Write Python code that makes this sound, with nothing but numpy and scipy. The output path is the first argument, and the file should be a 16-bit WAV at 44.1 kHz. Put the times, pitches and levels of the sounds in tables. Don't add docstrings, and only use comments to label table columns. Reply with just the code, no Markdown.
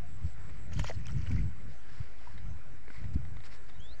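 import sys
import numpy as np
from scipy import signal
from scipy.fft import rfft, irfft
from scipy.io import wavfile
from scipy.ndimage import uniform_filter1d

SR = 44100
rng = np.random.default_rng(int(sys.argv[2]) if len(sys.argv) > 2 else 0)


def waveform_to_disk(signal):
    frames = np.transpose(np.atleast_2d(signal))
    scaled = np.clip(frames, -1, 1) * 32767
    samples = np.round(scaled).astype(np.int16)
    wavfile.write(sys.argv[1], SR, samples)


N = 176400
T = np.arange(N) / SR


def amp(db):
    return 10 ** (np.asarray(db) / 20)


def unit_rms(x):
    return x / np.sqrt(np.mean(x ** 2) + 1e-20)


def envelope(points):
    t_s, db = np.transpose(points)
    return amp(np.interp(T, t_s, db, -140, -140))


def swells(rows):
    return sum(amp(db) * np.exp(-((T - at_s) / half_s) ** 2) for at_s, half_s, db in rows)


def coloured(x, colour, tilt_db_oct=0):
    hz = np.fft.rfftfreq(len(x), 1 / SR)
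    knots_hz, knots_db = np.transpose(colour)
    db = np.interp(np.log(hz + 1), np.log(knots_hz), knots_db) + tilt_db_oct * np.log2(hz + 1)
    return unit_rms(irfft(rfft(x) * amp(db), len(x)))


def add(mix, at_s, sound):
    part = mix[max(round(at_s * SR), 0):][:len(sound)]
    part += sound[:len(part)]


def decay(t, t60_s):
    return np.exp(-np.log(1000) * t / t60_s)


def tone(hz):
    return np.sin(2 * np.pi * np.cumsum(hz) / SR)


def burst(colour, db, t60_s, tilt_db_oct, rise_s):
    t = T[:SR // 8]
    noise = coloured(rng.standard_normal(len(t)), colour, tilt_db_oct)
    return amp(db) * np.minimum(t / rise_s, 1) * decay(np.maximum(t - rise_s, 0), t60_s) * noise


def grains(per_s, spread_db, decay_cycles=2.64, bands=32):
    t, out = T[:SR // 50], np.zeros(N)
    for hz in np.linspace(500, 15000, bands):
        hits = rng.random(N) < per_s / bands / SR
        sizes = amp(spread_db * np.minimum(rng.exponential(1, N), 4))
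        ring = unit_rms(np.sin(2 * np.pi * hz * t) * np.exp(-t * hz / decay_cycles))
        out += signal.oaconvolve(hits * sizes, ring)[:N]
    return out


def air(level_db=-53, patch_db=2):
    colour = [(25, 17), (55, 25.5), (100, -16), (250, 5.5), (420, -0.5), (620, 0), (1000, -4), (1400, -1.5),
              (1800, -1.5), (2250, -3), (2700, -11), (3500, -14), (5000, -16), (6200, -18), (6900, -22.5),
              (7600, -14.5), (8050, -22), (8600, -29), (10000, -40), (13000, -41.5), (15800, -36)]
    spectra = signal.stft(rng.standard_normal(N), nperseg=1024, noverlap=768)[2]
    patches = uniform_filter1d(rng.standard_normal(spectra.shape), size=8, axis=0)
    patches = unit_rms(uniform_filter1d(patches, size=12, axis=1))
    wash = signal.istft(spectra * amp(patch_db * patches), nperseg=1024, noverlap=768)[1][:N]
    return amp(level_db) * coloured(wash, colour)


def wind(full_gust_db=-29, gust_tilt_db_oct=2.5):
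    gusts = [(0, -49), (0.21, -47), (0.256, -33.5), (0.3, -51.5), (0.45, -46), (0.59, -47), (0.63, -49),
             (0.73, -40.5), (0.795, -27), (0.841, -40), (0.92, -48.5), (0.975, -35.5), (1.05, -46),
             (1.168, -30.5), (1.27, -41.5), (1.306, -27.5), (1.37, -29.5), (1.46, -31.5), (1.54, -49.5),
             (1.69, -42.5), (1.78, -62), (1.95, -52), (2.15, -60), (2.39, -49), (2.46, -41), (2.539, -40.5),
             (2.62, -57.5), (2.71, -51.5), (2.92, -59), (3.05, -37), (3.11, -43), (3.19, -41),
             (3.32, -44.5), (3.38, -44), (3.44, -56), (3.74, -58.5), (3.796, -45), (3.85, -59), (4, -58)]
    colour = [(15, -32.5), (30, -7.5), (45, 6.5), (62, 0), (90, 4.5), (130, -2), (180, -9.5), (250, -19.5),
              (350, -32.5), (600, -50.5), (1500, -95)]
    eddies, strength = rng.standard_normal(N), envelope(gusts)
    blend = np.minimum(strength / amp(full_gust_db), 1)
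    rumble = (1 - blend) * coloured(eddies, colour) + blend * coloured(eddies, colour, gust_tilt_db_oct)
    running_rms = np.sqrt(uniform_filter1d(uniform_filter1d(rumble ** 2, size=1800), size=1800))
    return strength * rumble / running_rms


def thuds():
    bumps = [(0.254, -26, 72, 0.011), (0.7995, -30, 137, 0.012), (2.009, -26.5, 100.5, 0.0063),
             (3.1604, -23, 174, 0.0033), (3.1612, -23.5, 67, 0.012), (3.1677, -36.5, 285, 0.0031)]
    return -sum(swells([(at_s, half_s, db)]) * np.sin(2 * np.pi * hz * (T - at_s))
                for at_s, db, hz, half_s in bumps)


def hoot(at_s=0.04, half_s=0.022, hz=704, db=-57.5):
    return swells([(at_s, half_s, db)]) * np.sin(2 * np.pi * hz * T)


def far_insect():
    buzzes = [(1.78, 0.045, -74), (2.495, 0.05, -74), (3.99, .03, -76)]
    colour = [(5200, -39), (5950, 3), (6250, 14), (6500, -11), (7000, -34)]
    return swells(buzzes) * coloured(rng.standard_normal(N), colour)


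def cricket(strokes=11, strokes_per_s=97, stroke_s=0.0088, from_hz=8195, to_hz=7170, swell_db=4.5):
    chirps = [(0.061, -66), (0.226, -65), (0.394, -65.5), (0.56, -65), (0.725, -67), (0.891, -65.5),
              (1.058, -65), (1.228, -66.5), (1.393, -69.5), (1.555, -71), (1.72, -72), (2.88, -72),
              (3.05, -74), (3.212, -73), (3.381, -73), (3.545, -71)]
    out, u = np.zeros(N), np.linspace(0, 1, round(stroke_s * SR))
    for at_s, db in chirps:
        for k in range(strokes):
            hz = (from_hz + (to_hz - from_hz) * u) * (1 + 0.003 * rng.standard_normal())
            stroke_db = db - swell_db * np.exp(-k / 2) + 1.2 * rng.standard_normal()
            add(out, at_s + k / strokes_per_s, amp(stroke_db) * np.sin(np.pi * u) * tone(hz))
    return out


def bird(waver_depth=0.008, echo_db=-10, echo_t60_s=0.14):
    whistle = [(3.792, 2790, -73), (3.804, 3080, -59), (3.812, 3200, -62), (3.837, 3320, -58.5),
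               (3.856, 3420, -59), (3.878, 3530, -64), (3.897, 3650, -58.5), (3.907, 3850, -62),
               (3.924, 4050, -60), (3.934, 4170, -61), (3.944, 4480, -65), (3.955, 4850, -74)]
    side_notes = [(3.737, 0.044, 3660, 3860, -66.5), (3.797, 0.013, 5770, 7150, -62.5),
                  (3.824, 0.056, 7400, 7150, -68)]
    t_s, hz, db = np.transpose(whistle)
    waver = 1 + waver_depth * unit_rms(uniform_filter1d(rng.standard_normal(N), size=90))
    out = np.sqrt(2) * envelope(np.c_[t_s, db]) * tone(np.interp(T, t_s, hz) * waver)
    t = T[:SR // 5]
    banks = rng.standard_normal(len(t)) * decay(t, echo_t60_s)
    out += amp(echo_db) * signal.oaconvolve(out, banks / np.linalg.norm(banks))[:N]
    for at_s, length_s, from_hz, to_hz, db in side_notes:
        u = np.linspace(0, 1, round(length_s * SR))
        hz = (from_hz + (to_hz - from_hz) * u) * waver[:len(u)]
        add(out, at_s, amp(db) * np.sin(np.pi * u) * tone(hz))
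    return out


def scuffs():
    slides = [(0.277, 0.045, -64.5, 3), (0.5, 0.15, -54.5, -1.5), (1.712, 0.035, -66.5, 5),
              (1.97, 0.13, -60.5, 1.5), (2.27, 0.11, -62, 1.5), (2.986, 0.085, -61.5, 0),
              (3.142, 0.009, -61, 4.5), (3.461, 0.018, -54, 2.5), (3.538, 0.035, -57.5, 2.5),
              (3.696, 0.013, -56.5, 0)]
    grit_colour = [(300, -4.5), (900, -2), (1500, 2), (2100, 1.5), (2800, -6), (3600, -9.5), (4500, -5.5),
                   (5400, -8), (6200, -18.5), (7500, -14.5), (9000, -25.5), (12000, -46), (15000, -35.5)]
    rasps = [(2.952, 0.044, -59.5), (3.522, 0.0093, -62)]
    rasp_colour = [(1400, -39), (1850, -11), (2100, 3.5), (2350, -11), (2800, -25), (4000, -28),
                   (4500, -14.5), (5200, -24), (8000, -50)]
    grit = grains(per_s=4400, spread_db=1.5, decay_cycles=0.55)
    out = swells(rasps) * coloured(grit, rasp_colour)
    for at_s, half_s, db, tilt_db_oct in slides:
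        out += swells([(at_s, half_s, db)]) * coloured(grit, grit_colour, tilt_db_oct)
    return out


def taps(rise_s=0.00038):
    hits = [(0.493, -45.5, 0.038, -3), (2.3775, -52, 0.069, 3), (2.8805, -41.5, 0.021, -3),
            (2.9023, -42, 0.031, -3), (3.0411, -49.5, 0.037, -1), (3.251, -49, 0.017, 1.5),
            (3.368, -49.5, 0.023, 2), (3.404, -48, 0.025, -0.5), (3.438, -51.5, 0.028, 2.5)]
    colour = [(200, 2.5), (700, 1), (1500, -0.5), (2100, 6.5), (2900, -10.5), (4000, -6), (5500, -25),
              (8000, -33), (12000, -48)]
    pebbles = [(2.8807, 2150, -54, 0.011), (2.902, 1490, -40.5, 0.017), (2.9055, 2060, -45, 0.015),
               (3.6985, 3650, -50.5, 0.016)]
    out, t = np.zeros(N), T[:SR // 20]
    for at_s, db, t60_s, tilt_db_oct in hits:
        add(out, at_s, burst(colour, db, t60_s, tilt_db_oct, rise_s))
    for at_s, hz, db, t60_s in pebbles:
        add(out, at_s, amp(db) * np.minimum(t / rise_s, 1) * decay(t, t60_s) * np.sin(2 * np.pi * hz * t))
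    return out


def patter():
    fall = [(0.98, -63.5), (1.045, -67), (1.07, -56), (1.11, -58.5), (1.145, -63.5), (1.18, -58),
            (1.25, -59), (1.32, -56), (1.39, -58.5), (1.42, -61), (1.55, -101)]
    colour = [(250, -15), (550, -3), (1000, -5.5), (1500, -1), (2200, 1), (3000, -5.5), (3700, -16.5),
              (4400, -8), (6500, -11.5), (8200, -32), (9300, -25.5), (13000, -46)]
    return envelope(fall) * coloured(grains(per_s=2500, spread_db=3), colour)


def spray(crackle_rel_db=-19):
    flight = [(0.7, -77), (0.735, -54), (0.76, -61.5), (0.785, -52), (0.81, -51), (0.828, -57.5),
              (0.86, -52), (0.872, -46), (0.884, -46), (0.9, -50), (0.918, -61), (0.93, -61), (0.98, -71)]
    sheet_colour = [(300, -17), (700, 1.5), (1300, 0), (2200, 5), (3100, 3), (3650, -3.5), (4300, 3.5),
                    (5700, 0), (6900, 0.5), (8000, -24), (9300, -18), (12500, -37), (15500, -19)]
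    crackle_colour = [(2000, -30), (5000, 5), (6800, 3), (8200, -2), (9500, -7), (11500, -13), (13000, -29),
                      (15500, -3)]
    sheet = coloured(grains(per_s=3000, spread_db=2), sheet_colour)
    crackle = coloured(grains(per_s=450, spread_db=3), crackle_colour)
    return envelope(flight) * (sheet + amp(crackle_rel_db) * crackle)


def bubbles(rise_s=0.00082, glide=0.028):
    rings = [(0.7358, 6300, -45, 0.013), (0.768, 3120, -44.5, 0.023), (0.7956, 1750, -36, 0.025),
             (0.7935, 950, -35.5, 0.029), (0.7942, 2220, -36, .024), (0.792, 590, -35.5, 0.027),
             (0.8396, 6820, -38, 0.011), (0.8427, 975, -28, 0.015), (0.8436, 587, -36.5, 0.036),
             (0.8446, 1405, -34.5, 0.017), (0.846, 1880, -47, 0.034), (0.812, 5460, -46, .018),
             (0.869, 3120, -42, 0.044), (0.88, 5500, -38.5, 0.019), (0.8968, 625, -26.5, 0.0089),
             (0.8978, 475, -31, 0.029), (0.8958, 2010, -27.5, 0.0057), (0.9068, 652, -32.5, 0.044),
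             (0.9124, 1930, -30, 0.01), (0.946, 5060, -51, .015), (0.951, 4300, -47.5, 0.012),
             (1.0556, 5200, -45, .013), (1.0581, 2540, -41.5, 0.02), (1.0683, 5930, -32, 0.0057),
             (1.084, 3050, -43, 0.02), (1.095, 1290, -40, 0.012), (1.12, 5640, -44.5, 0.012),
             (1.2715, 2850, -41, 0.014), (1.314, 2250, -38.5, .02), (1.364, 2020, -44.5, 0.025),
             (1.382, 2050, -42.5, 0.045), (2.2724, 964, -39, 0.037)]
    out, t = np.zeros(N), T[:SR // 10]
    for at_s, hz, db, t60_s in rings:
        rising_hz = hz * (1 + glide * np.minimum(t / t60_s, 1))
        add(out, at_s, amp(db) * np.minimum(t / rise_s, 1) * decay(t, t60_s) * tone(rising_hz))
    return out


def slaps():
    hits = [(0.7206, -48, 0.035, -3.5), (0.734, -51, 0.035, 3.5), (0.7937, -38, 0.036, 4.5),
            (0.8435, -38, 0.025, 0), (0.889, -47, .025, -1), (0.896, -42, .018, -3), (0.907, -47, .02, -2),
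            (0.9125, -44, .014, -3), (1.0676, -41.5, 0.0067, 4), (1.109, -54.5, 0.023, 9),
            (1.271, -50, 0.034, 1), (1.316, -48.5, 0.028, 5), (1.3645, -47, .025, -11)]
    colour = [(200, -24), (370, -6), (550, 8.5), (1000, -22), (1400, 6.5), (1800, 0.5), (3000, -3),
              (3650, -11), (4200, -14), (6900, -14), (8200, -25), (9200, -24), (12500, -53), (15500, -36)]
    out = np.zeros(N)
    for at_s, db, t60_s, tilt_db_oct in hits:
        add(out, at_s, burst(colour, db, t60_s, tilt_db_oct, rise_s=0.00061))
    return out


def scene():
    splash = slaps() + bubbles() + spray() + patter()
    feet = scuffs() + taps()
    calls = cricket() + far_insect() + bird() + hoot()
    return (splash + feet + calls + thuds() + wind() + air())[None]


def record(dry, cutoff_hz=15800, dc_offset=-0.042):
    lowpass = signal.firwin(511, cutoff_hz, window=("kaiser", 9), fs=SR)
    return signal.oaconvolve(dry, lowpass[None], "same") + dc_offset


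dry = scene()
out = record(dry)
waveform_to_disk(out)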